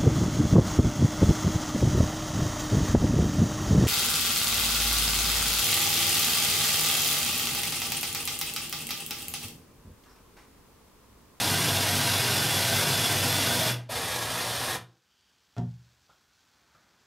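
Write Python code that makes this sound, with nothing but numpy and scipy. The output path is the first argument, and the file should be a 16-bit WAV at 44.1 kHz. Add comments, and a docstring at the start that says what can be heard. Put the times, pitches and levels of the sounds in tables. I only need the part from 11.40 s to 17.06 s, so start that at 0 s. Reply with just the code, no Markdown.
"""First comes the whirr and hum of a roller pump, as a home-made drink dispenser fills a glass.
Its gears rattle and whine, its squeezed tube hums, and the jet rings in the glass. Then a smaller
pump rasps briefly. Bursting bubbles make the foam fizz faintly. The glass bumps the hollow plastic
housing as it is lifted out, and the hand shifts on it. A small, lively room, in mono from close by."""
import sys
import numpy as np
from scipy import signal
from scipy.fft import rfft, irfft, next_fast_len
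from scipy.io import wavfile

SR = 44100
rng = np.random.default_rng(int(sys.argv[2]) if len(sys.argv) > 2 else 0)


def output_pcm(signal):
    """Save a mono or channel-first signal as 16-bit PCM at the path in sys.argv[1].

    Samples are clipped to [-1, 1] before scaling.
    """
    pcm = np.clip(np.atleast_2d(signal).T, -1, 1) * 32767
    wavfile.write(sys.argv[1], SR, np.round(pcm).astype(np.int16))


N = 249606
TIME = np.arange(N) / SR


def from_db(db):
    """Turn decibels into a number to multiply by."""
    return 10 ** (np.asarray(db) / 20)


def rms_one(x):
    """Scale a sound so that its average power is 1."""
    return x / np.sqrt(np.mean(x ** 2) + 1e-20)


def in_time(rows):
    """Join a table's moments with straight lines; gives one curve for each column after the time."""
    times, *columns = np.transpose(rows)
    return [np.interp(TIME, times, column) for column in columns]


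def at_hz(points, hz):
    """Look up a pitch in a table, with every octave equally wide."""
    known, values = np.transpose(points)
    return np.interp(np.log(hz + 1e-3), np.log(known), values)


def noise():
    """A plain, even hiss."""
    return rng.standard_normal(N)


def drift(per_s):
    """A random wander of about 1 either way, turning per_s times a second."""
    knots = rng.standard_normal(2000)
    return rms_one(np.interp(TIME * per_s, np.arange(len(knots)), knots))


def rising(start, rise):
    """Silent until the start, then settling at 1."""
    return 1 - np.exp(-np.maximum(TIME - start, 0) / rise)


def running(start, stop, rise, fall):
    """Rise towards 1, then die away after the stop, like a motor braked by friction."""
    return rising(start, rise) * np.exp(-np.maximum(TIME - stop, 0) / fall)


def swell(centre, width):
    """A smooth rise to 1 and fall again."""
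    return np.exp(-((TIME - centre) / width) ** 2)


def struck(start, decay):
    """A sudden jump to 1 that dies away."""
    return (TIME >= start) * np.exp(-np.abs(TIME - start) / decay)


def tone(hz, waver_hz, rough, flutter_per_s=280):
    """One note whose pitch wavers and whose strength flutters."""
    strength = 1 + rough * drift(flutter_per_s)
    cycles = np.cumsum(hz + waver_hz * drift(60)) / SR + rng.random()
    return rms_one(strength * np.sin(2 * np.pi * cycles))


def butter(x, hz, kind, order=2):
    """Keep the low part, the high part or one band of a sound."""
    sections = signal.butter(order, np.clip(hz, 10, .45 * SR), kind, fs=SR, output="sos")
    return signal.sosfilt(sections, x + 1e-18)


def coloured(x, colour, rings=(), gaps=()):
    """Give a sound a colour (its balance of bass and treble), plus narrow peaks and gaps; power 1."""
    size = next_fast_len(N)
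    f = np.arange(size // 2 + 1) * SR / size
    peaks = sum(from_db(db) ** 2 / (1 + (2 * (f - hz) / width) ** 2) for hz, width, db in rings)
    kept = np.prod([1 - lost / (1 + (2 * (f - hz) / width) ** 2) for hz, width, lost in gaps], axis=0)
    gain = from_db(at_hz(colour, f)) * np.sqrt(kept * (1 + peaks))
    return rms_one(irfft(rfft(x, size) * gain, size)[:N])


def gear_clicks(passes, per_s, turn_depth, roller_depth, uneven_db):
    """Loose teeth chatter; the load swells with each of three rollers and once per full turn."""
    clicks = (rng.random(N) < per_s / SR) * noise()
    load = 1 + turn_depth * np.cos(2 * np.pi * passes / 3) + roller_depth * np.cos(2 * np.pi * passes)
    return clicks * load * from_db(uneven_db * drift(120))


def at_effort(rattle, effort):
    """Slower gears strike more softly, so the treble comes last and goes first."""
    dull = butter(rattle, 1640, "low", order=1)
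    return effort * (dull + effort * (rattle - dull))


# colour of the big pump's gears: f/Hz, level/dB
BIG_GEAR_COLOUR = [(42, -49), (72, -14), (125, 5.5), (210, -1), (300, 2), (450, -1), (700, -0.5),
                   (1100, -2.5), (2300, -2), (3750, -1.1), (5300, -1.46), (7400, -7), (9300, -5),
                   (11500, -7), (13800, -13.5)]
# pitches at which its casing rings: f/Hz, width/Hz, level/dB relative to the colour
BIG_CASING_RINGS = [(145, 16, 7), (178, 12, 2), (409, 12, 5), (491, 12, 4), (675, 36, 7), (779, 14, 5),
                    (828, 14, 5.5), (952, 20, 7), (1459, 26, 5.5), (1563, 22, 6), (1815, 24, 2.5),
                    (2013, 22, 4.5), (2433, 36, 2), (2780, 100, 1.5), (3400, 220, -2), (4790, 150, -2),
                    (5150, 200, -5), (9050, 120, -1), (9370, 160, -1), (11690, 200, 7)]
# how its rattle grows louder and softer: t/s, level/dB
BIG_RATTLE_CHANGE = [(0, 0), (1.22, 0), (1.33, 0.5), (1.45, 0), (2.2, -0.14), (2.3, -1.5)]


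def big_pump():
    """Gears rattle in the casing as rollers squeeze a tube and shake the housing; gives (bright, bass)."""
    passes_per_s = 48.8 - 6.4 * np.clip(TIME - 1.94, 0, 1)   # the rollers slow shortly before the stop
    passes = np.cumsum(passes_per_s * (1 + 0.0069 * drift(24.8))) / SR
    clicks = gear_clicks(passes, per_s=26000, turn_depth=0.047, roller_depth=0.086, uneven_db=0.48)
    effort = running(start=-0.025, stop=2.304, rise=0.0082, fall=0.047)
    rattle_db = -26 + in_time(BIG_RATTLE_CHANGE)[0]
    rattle = from_db(rattle_db) * coloured(clicks, BIG_GEAR_COLOUR, BIG_CASING_RINGS)
    strain = effort ** 3 * (gear_whine() + casing_groan() + panel_buzz())
    return at_effort(rattle + strain, effort), effort * tube_hum(passes) + housing_drone(effort)


# the notes in the hum: multiple of the roller rate, level/dB
HUM_NOTES = [(1, -22), (2, -3.5), (3, -14), (5, -13)]
# how the hum changes: t/s, level/dB, depth of its throb from 0 to 1
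HUM_COURSE = [(0, -32.5, 1), (.22, -32.5, 0.54), (.44, -29, 0.16), (.65, -32, 0.9), (1.06, -38.5, 0.9),
              (1.24, -32, 0.4), (1.38, -33.5, 0.7), (1.48, -36, 0.8), (1.66, -35.5, .6), (1.85, -28, 0),
              (2.08, -34, 0.5), (2.22, -36.5, 0.3), (2.3, -43, .3)]
THROB_ANGLE = 2 * np.pi * 4.88 * (TIME - 0.034)   # 4.88 dips a second, the first at 0.034 s


def tube_hum(passes):
    """Each passing roller squeezes the tube, making a low hum that throbs."""
    hum = sum(from_db(db) * np.sin(2 * np.pi * (k * passes + rng.random())) for k, db in HUM_NOTES)
    level_db, depth = in_time(HUM_COURSE)
    return hum * from_db(level_db) * np.abs(1 - depth * np.exp(1j * THROB_ANGLE))


# the notes of the hollow housing on the table: f/Hz, level/dB, time to fade by 60 dB t/s
HOUSING_NOTES = [(73.5, -20, 0.77), (98.8, -9, 0.21), (120.5, -0.5, 0.45), (137.7, -11, 0.41),
                 (176, -5.5, 0.36), (238.8, -5.5, 0.19), (371.7, -15.5, 0.19), (396, -16, 0.14),
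                 (484, -22, 0.23), (557, -24.5, 0.218), (715, -10.5, 0.21), (906, -25, 0.16),
                 (950, -24, 0.15), (1610, -39, 0.15)]


def housing(force):
    """Any push sets all the notes of the hollow plastic ringing, each fading at its own pace."""
    out = np.zeros(N)
    for hz, db, fade_s in HOUSING_NOTES:
        keep = np.exp(-np.log(1000) / (fade_s * SR))   # what is left after one sample
        step = 2 * np.pi * hz / SR
        feedback = [1, -2 * keep * np.cos(step), keep * keep]
        out += from_db(db) * signal.lfilter([0, np.sin(step)], feedback, force + 1e-18)
    return out


# the notes of the housing's drone: f/Hz, level/dB, swing/dB at the deepest throb
DRONE_NOTES = [(120.7, -42, 5), (139.6, -48.5, 8), (178.5, -49, 7.5), (239.9, -47, 2)]


def housing_drone(effort):
    """The shaken housing rumbles, and drones harder in each dip of the hum."""
    throb = in_time(HUM_COURSE)[1] * np.cos(THROB_ANGLE)
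    drone = sum(from_db(db + swing_db * throb) * tone(hz, waver_hz=2.34, rough=0.53, flutter_per_s=25)
                for hz, db, swing_db in DRONE_NOTES)
    rumble = from_db(-46.5) * rms_one(housing(butter(noise(), 115, "high") * effort))
    # as the pump winds down, the housing's main note swells and rings out
    wind_down = from_db(-29.5) * running(start=2.245, stop=2.345, rise=0.036, fall=0.081)
    main_note = np.sin(2 * np.pi * 121 * TIME)
    return effort * drone * rising(start=-.15, rise=0.33) + rumble + wind_down * main_note


# colour of the room's air: f/Hz, level/dB
AIR_COLOUR = [(25, -10), (60, 5), (120, -0.5), (200, -1.5), (320, -5), (550, -8), (850, -5), (1150, -5),
              (1500, -4), (2200, -8.5), (3500, -20)]
# its one faint ring: f/Hz, width/Hz, level/dB relative to the colour
AIR_RING = [(1540, 210, 0)]


def room_air():
    """The air in the room makes a faint, low rush."""
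    return from_db(-70) * coloured(noise(), AIR_COLOUR, AIR_RING)


def bubble_pops(per_s=7700):
    """Countless tiny bubbles of different sizes burst at random moments."""
    pops = (rng.random(N) < per_s / SR) * noise()
    size_db = -np.minimum(rng.exponential(1, N), 4)
    flicker_db = 0.7 * drift(30)
    return pops * from_db(size_db + flicker_db)


# colour of the foam's fizz: f/Hz, level/dB
FIZZ_COLOUR = [(1500, -31), (2400, 0), (3100, -2.5), (3700, 0.5), (4100, 1), (6100, 0), (6900, -3.5),
               (7800, -4.5), (8300, -11.5), (11500, -21), (15500, -20.5)]
# pitches at which the top of the glass rings: f/Hz, width/Hz, level/dB relative to the colour
GLASS_TOP_RINGS = [(3300, 300, 3), (4600, 200, -3)]


def foam_fizz():
    """Bursting bubbles fizz steadily and ring in the top of the glass."""
    return from_db(-70) * coloured(bubble_pops(), FIZZ_COLOUR, GLASS_TOP_RINGS)


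# the clear rings that the jet sets off: t/s, f/Hz, level/dB
JET_RINGS = [(.085, 3345, -39), (.205, 3360, -35), (.365, 3730, -36), (.385, 3650, -36),
             (.525, 3775, -38.5), (.53, 3345, -40), (.6, 3850, -38.5), (.705, 3730, -38)]


def pour(faint_count=40, until_s=0.98, half_length_s=0.022):
    """The jet strikes the liquid: a few clear rings among faint ones, until foam covers it."""
    faint = [(until_s * rng.random(), rng.normal(3726, 270), -41.5) for _ in range(faint_count)]
    rings = sum(from_db(db) * swell(s, half_length_s) * np.sin(2 * np.pi * hz * (TIME - s))
                for s, hz, db in JET_RINGS + faint)
    churn = rms_one(1 + .8 * drift(220))   # the churning liquid roughens each ring
    return np.sqrt(2) * rings * churn


# moments when the loose panels buzz: t/s, level/dB
PANEL_BUZZES = [(.18, -43.5), (.61, -42.5), (.9, -39.5), (1.025, -44), (1.33, -42), (1.46, -44.5),
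                (1.55, -47), (2.105, -39)]


def panel_buzz(pitches_hz=(1450, 1569)):
    """Two loose panels of the big pump's casing buzz together in short bursts."""
    bursts = sum(from_db(db) * swell(s, width=.042) for s, db in PANEL_BUZZES)
    return bursts * sum(tone(hz, waver_hz=18, rough=0.71) for hz in pitches_hz)


# spurts of the whine, some a little flat: t/s, f/Hz, level/dB, half-length/s
GEAR_SPURTS = [(1.125, 3472, -43, 0.045), (1.378, 3400, -44.5, 0.038), (1.575, 3460, -36, .04),
               (1.67, 3320, -37, .03), (1.803, 3520, -39.5, 0.063), (1.93, 3510, -36, 0.046),
               (2.03, 3320, -38.5, 0.038), (2.15, 3466, -38.5, 0.044)]


def gear_whine():
    """The gears whine on one rough note that sets in under load and swells in spurts."""
    strength = from_db(-40.5 + 2 * drift(35)) * rising(start=0.78, rise=.14)
    steady = strength * tone(hz=3470, waver_hz=15, rough=.8)
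    return steady + sum(from_db(db) * swell(s, width) * tone(hz, waver_hz=9, rough=0.65)
                        for s, hz, db, width in GEAR_SPURTS)


def casing_groan():
    """The casing groans as the big pump slows."""
    return from_db(-37) * swell(centre=2.19, width=0.17) * rms_one(butter(noise(), (600, 670), "band"))


# colour of the small pump's gears: f/Hz, level/dB
SMALL_GEAR_COLOUR = [(48, -17), (72, 4), (110, 1.5), (200, -7), (340, -3.5), (520, 1.5), (900, 2),
                     (1400, -1.5), (2250, -2), (2700, -4.5), (3700, -1.5), (5300, -5), (7500, -9.5),
                     (9000, -7), (12000, -9.5), (13700, -19)]
# pitches at which its casing rings: f/Hz, width/Hz, level/dB relative to the colour
SMALL_CASING_RINGS = [(245, 20, 5), (490, 14, 5), (710, 16, 0), (776, 16, 4), (964, 14, 6), (1090, 30, -1),
                      (1295, 30, 1), (1653, 50, 5), (1830, 50, 2), (2420, 90, -2), (3160, 70, 2),
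                      (3480, 75, 4), (4800, 100, -1), (5330, 90, -2), (6380, 60, 1), (8770, 300, -1),
                      (9600, 160, -1), (10400, 60, 1), (11700, 130, 5), (12020, 150, 2), (13200, 90, 4)]
# pitches that its echo off the table cancels: f/Hz, width/Hz, share of power lost from 0 to 1
TABLE_ECHO_GAPS = [(1530, 110, .7), (2230, 110, .8), (4060, 90, .55), (11130, 200, .55)]
# how its rattle grows louder and softer: t/s, level/dB
SMALL_RATTLE_CHANGE = [(2.9, 0), (3.1, .8), (3.21, 0), (3.28, 1.2), (3.35, -0.5)]


def small_pump():
    """A lighter pump's gears rasp more coarsely and barely shake the housing; gives (bright, bass)."""
    passes = np.cumsum(47 * (1 + 0.023 * drift(9.6))) / SR   # about 47 roller passes a second
    clicks = gear_clicks(passes, per_s=24000, turn_depth=0.074, roller_depth=0.057, uneven_db=0.8)
    effort = running(start=2.4875, stop=3.354, rise=.012, fall=.028)
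    rattle_db = -31.5 + in_time(SMALL_RATTLE_CHANGE)[0]
    rasp = coloured(clicks, SMALL_GEAR_COLOUR, SMALL_CASING_RINGS, TABLE_ECHO_GAPS)
    rattle = at_effort(from_db(rattle_db) * rasp, effort)
    # the motor jerks against its mount as it starts
    clunk = rms_one(butter(clicks, [470, 720], "band"))
    jerk = from_db(-36) * running(start=2.491, stop=2.5, rise=0.004, fall=0.01) * clunk
    drone = from_db(-53.5) * rms_one(housing(butter(noise(), 123, "high") * effort))
    return rattle + jerk, drone + shaft_wobble()


def shaft_wobble(hz=118.4):
    """The small pump's off-balance shaft hums unsteadily and coasts on until friction halts it."""
    coasting = np.clip((3.57 - TIME) / 0.23, 0, 1) ** 1.5
    hum = np.sin(2 * np.pi * np.cumsum(hz * (1 + 0.077 * drift(50))) / SR)
    return from_db(-45 + 3.2 * drift(40)) * rising(start=2.489, rise=0.018) * coasting * hum


# the narrow bands in which the settling foam sizzles: f/Hz, width/Hz, level/dB
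SIZZLE_BANDS = [(3100, 300, 1), (4600, 260, -3.5)]


def foam_sizzle():
    """After the pour, bursting bubbles sizzle briefly as the foam settles."""
    pops = bubble_pops()
    sizzle = sum(from_db(db) * rms_one(butter(pops, [hz - width / 2, hz + width / 2], "band", order=1))
                 for hz, width, db in SIZZLE_BANDS)
    return from_db(-75) * running(start=3.64, stop=3.88, rise=0.055, fall=0.26) * sizzle


# the glass hits the housing: t/s, thud level/dB, clack level/dB, brightness f/Hz, clack length/s
GLASS_KNOCKS = [(4.166, -34, -43, 3000, .008), (4.1753, -31.5, -41.5, 1100, .01),
                (4.1829, -25.5, -45, 2000, .006), (4.1943, -35.5, -45, 900, .009),
                (4.2124, -33.5, -46, 700, 0.0074), (4.2324, -31.5, -53, 355, .011)]
# colour of the plastic's clack: f/Hz, level/dB
PLASTIC_COLOUR = [(560, -4), (700, 1), (950, -5), (1150, -11), (1750, -9), (2300, -21), (3250, -10),
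                  (3800, -22), (8000, -21), (12000, -45)]
# colour of the rim's one crisp tick: f/Hz, level/dB
RIM_COLOUR = [(1000, -15), (2500, -10), (5000, 4), (7800, -7), (8600, -23), (15000, -28)]


def glass_bumps(boom_rise_s=0.005):
    """The glass stutters on the housing: plastic clacks and booms, the rim ticks; gives (bright, bass)."""
    force, clack = np.zeros(N), np.zeros(N)
    plastic = coloured(noise(), PLASTIC_COLOUR)
    for s, thud_db, clack_db, bright_hz, length in GLASS_KNOCKS:
        tap = 1.0 * (np.arange(N) == round(s * SR))
        force += from_db(thud_db) * butter(tap, bright_hz, "low")
        dulled = rms_one(butter(plastic, bright_hz, "low", order=1))
        clack += from_db(clack_db) * dulled * struck(s, length)
    tick = from_db(-43) * struck(start=4.1813, decay=.0024) * coloured(noise(), RIM_COLOUR)
    boom = housing(1.0 * (TIME == 0)) * rising(0, boom_rise_s)   # the housing's answer to one tap
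    return clack + tick, signal.fftconvolve(force, boom[:SR])[:N]


# fingers shift on the glass: t/s, level/dB, length/s
FINGER_SLIPS = [(4.692, -58.5, 0.029), (5.346, -59, 0.029), (5.539, -67, .012)]
# colour of skin rubbing glass: f/Hz, level/dB
RUB_COLOUR = [(50, -6.5), (120, 8), (250, -14), (600, 1), (1000, -4), (1370, 6.5), (1800, -17), (4000, -12),
              (9000, -31)]


def fingers():
    """Skin slips on the glass in brief, dull rubs."""
    pressure = sum(from_db(db) * running(start=s, stop=s + 0.0073, rise=0.0012, fall=length)
                   for s, db, length in FINGER_SLIPS)
    return pressure * coloured(noise(), RUB_COLOUR)


def arm_rustle():
    """The arm rustles softly as it draws the glass closer."""
    rustle = butter(coloured(noise(), AIR_COLOUR), [130, 3500], "band")
    return from_db(-67) * swell(centre=5.42, width=0.37) * rustle


# how long the room echoes at each pitch: f/Hz, time to fade by 60 dB t/s
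ECHO_FADE = [(250, 0.5), (700, 0.27), (1800, 0.28), (4800, 0.21), (13000, .18)]


def wall_echoes():
    """The walls answer a click with a crowd of echoes, the treble dying first."""
    t, tail = TIME[:SR // 2], 0
    edges_hz = np.geomspace(200, 18000, 7)
    for low, high in zip(edges_hz, edges_hz[1:]):
        fade_s = at_hz(ECHO_FADE, np.sqrt(low * high))
        band = butter(rng.standard_normal(len(t)), [low, high], "band")
        tail = tail + band * np.exp(-np.log(1000) * t / fade_s) / np.sqrt(fade_s)
    tail = tail * np.clip(t / 0.0011, 0, 1)   # even the nearest walls take a moment to answer
    return tail / np.sqrt(np.sum(tail ** 2))


def room(x, echo_db, patterns=10):
    """A sound plus its room echoes, blended from several shifting patterns to sound smooth and even."""
    blend = np.array([drift(20) for _ in range(patterns)])
    blend = blend / np.sqrt(np.sum(blend ** 2, axis=0))
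    echoes = sum(share * signal.oaconvolve(x, wall_echoes())[:N] for share in blend)
    return (x + from_db(echo_db) * echoes) / np.sqrt(1 + from_db(echo_db) ** 2)


def scene():
    """Bright sounds scatter round the room; the bass comes straight from housing and table."""
    bright, bass = np.sum([big_pump(), small_pump(), glass_bumps()], axis=0)
    echoing = room(bright + pour() + fingers(), echo_db=-5.5)
    hush = from_db(-4 * (1 - rising(start=3.7, rise=0.28)))   # lifts just after the pumps stop
    background = hush * (room_air() + foam_fizz())
    mono = echoing + bass + background + foam_sizzle() + arm_rustle()
    return np.array([mono, mono])


def record(dry):
    """The microphone sheds the deepest bass; the highest treble is cut steeply."""
    bass_cut_hz, top_cut_hz = 50, 15600
    top_cut = signal.ellip(12, .1, 90, top_cut_hz, fs=SR, output="sos")
    return signal.sosfilt(top_cut, butter(dry, bass_cut_hz, "high", order=4))


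dry = scene()
out = record(dry)
output_pcm(out)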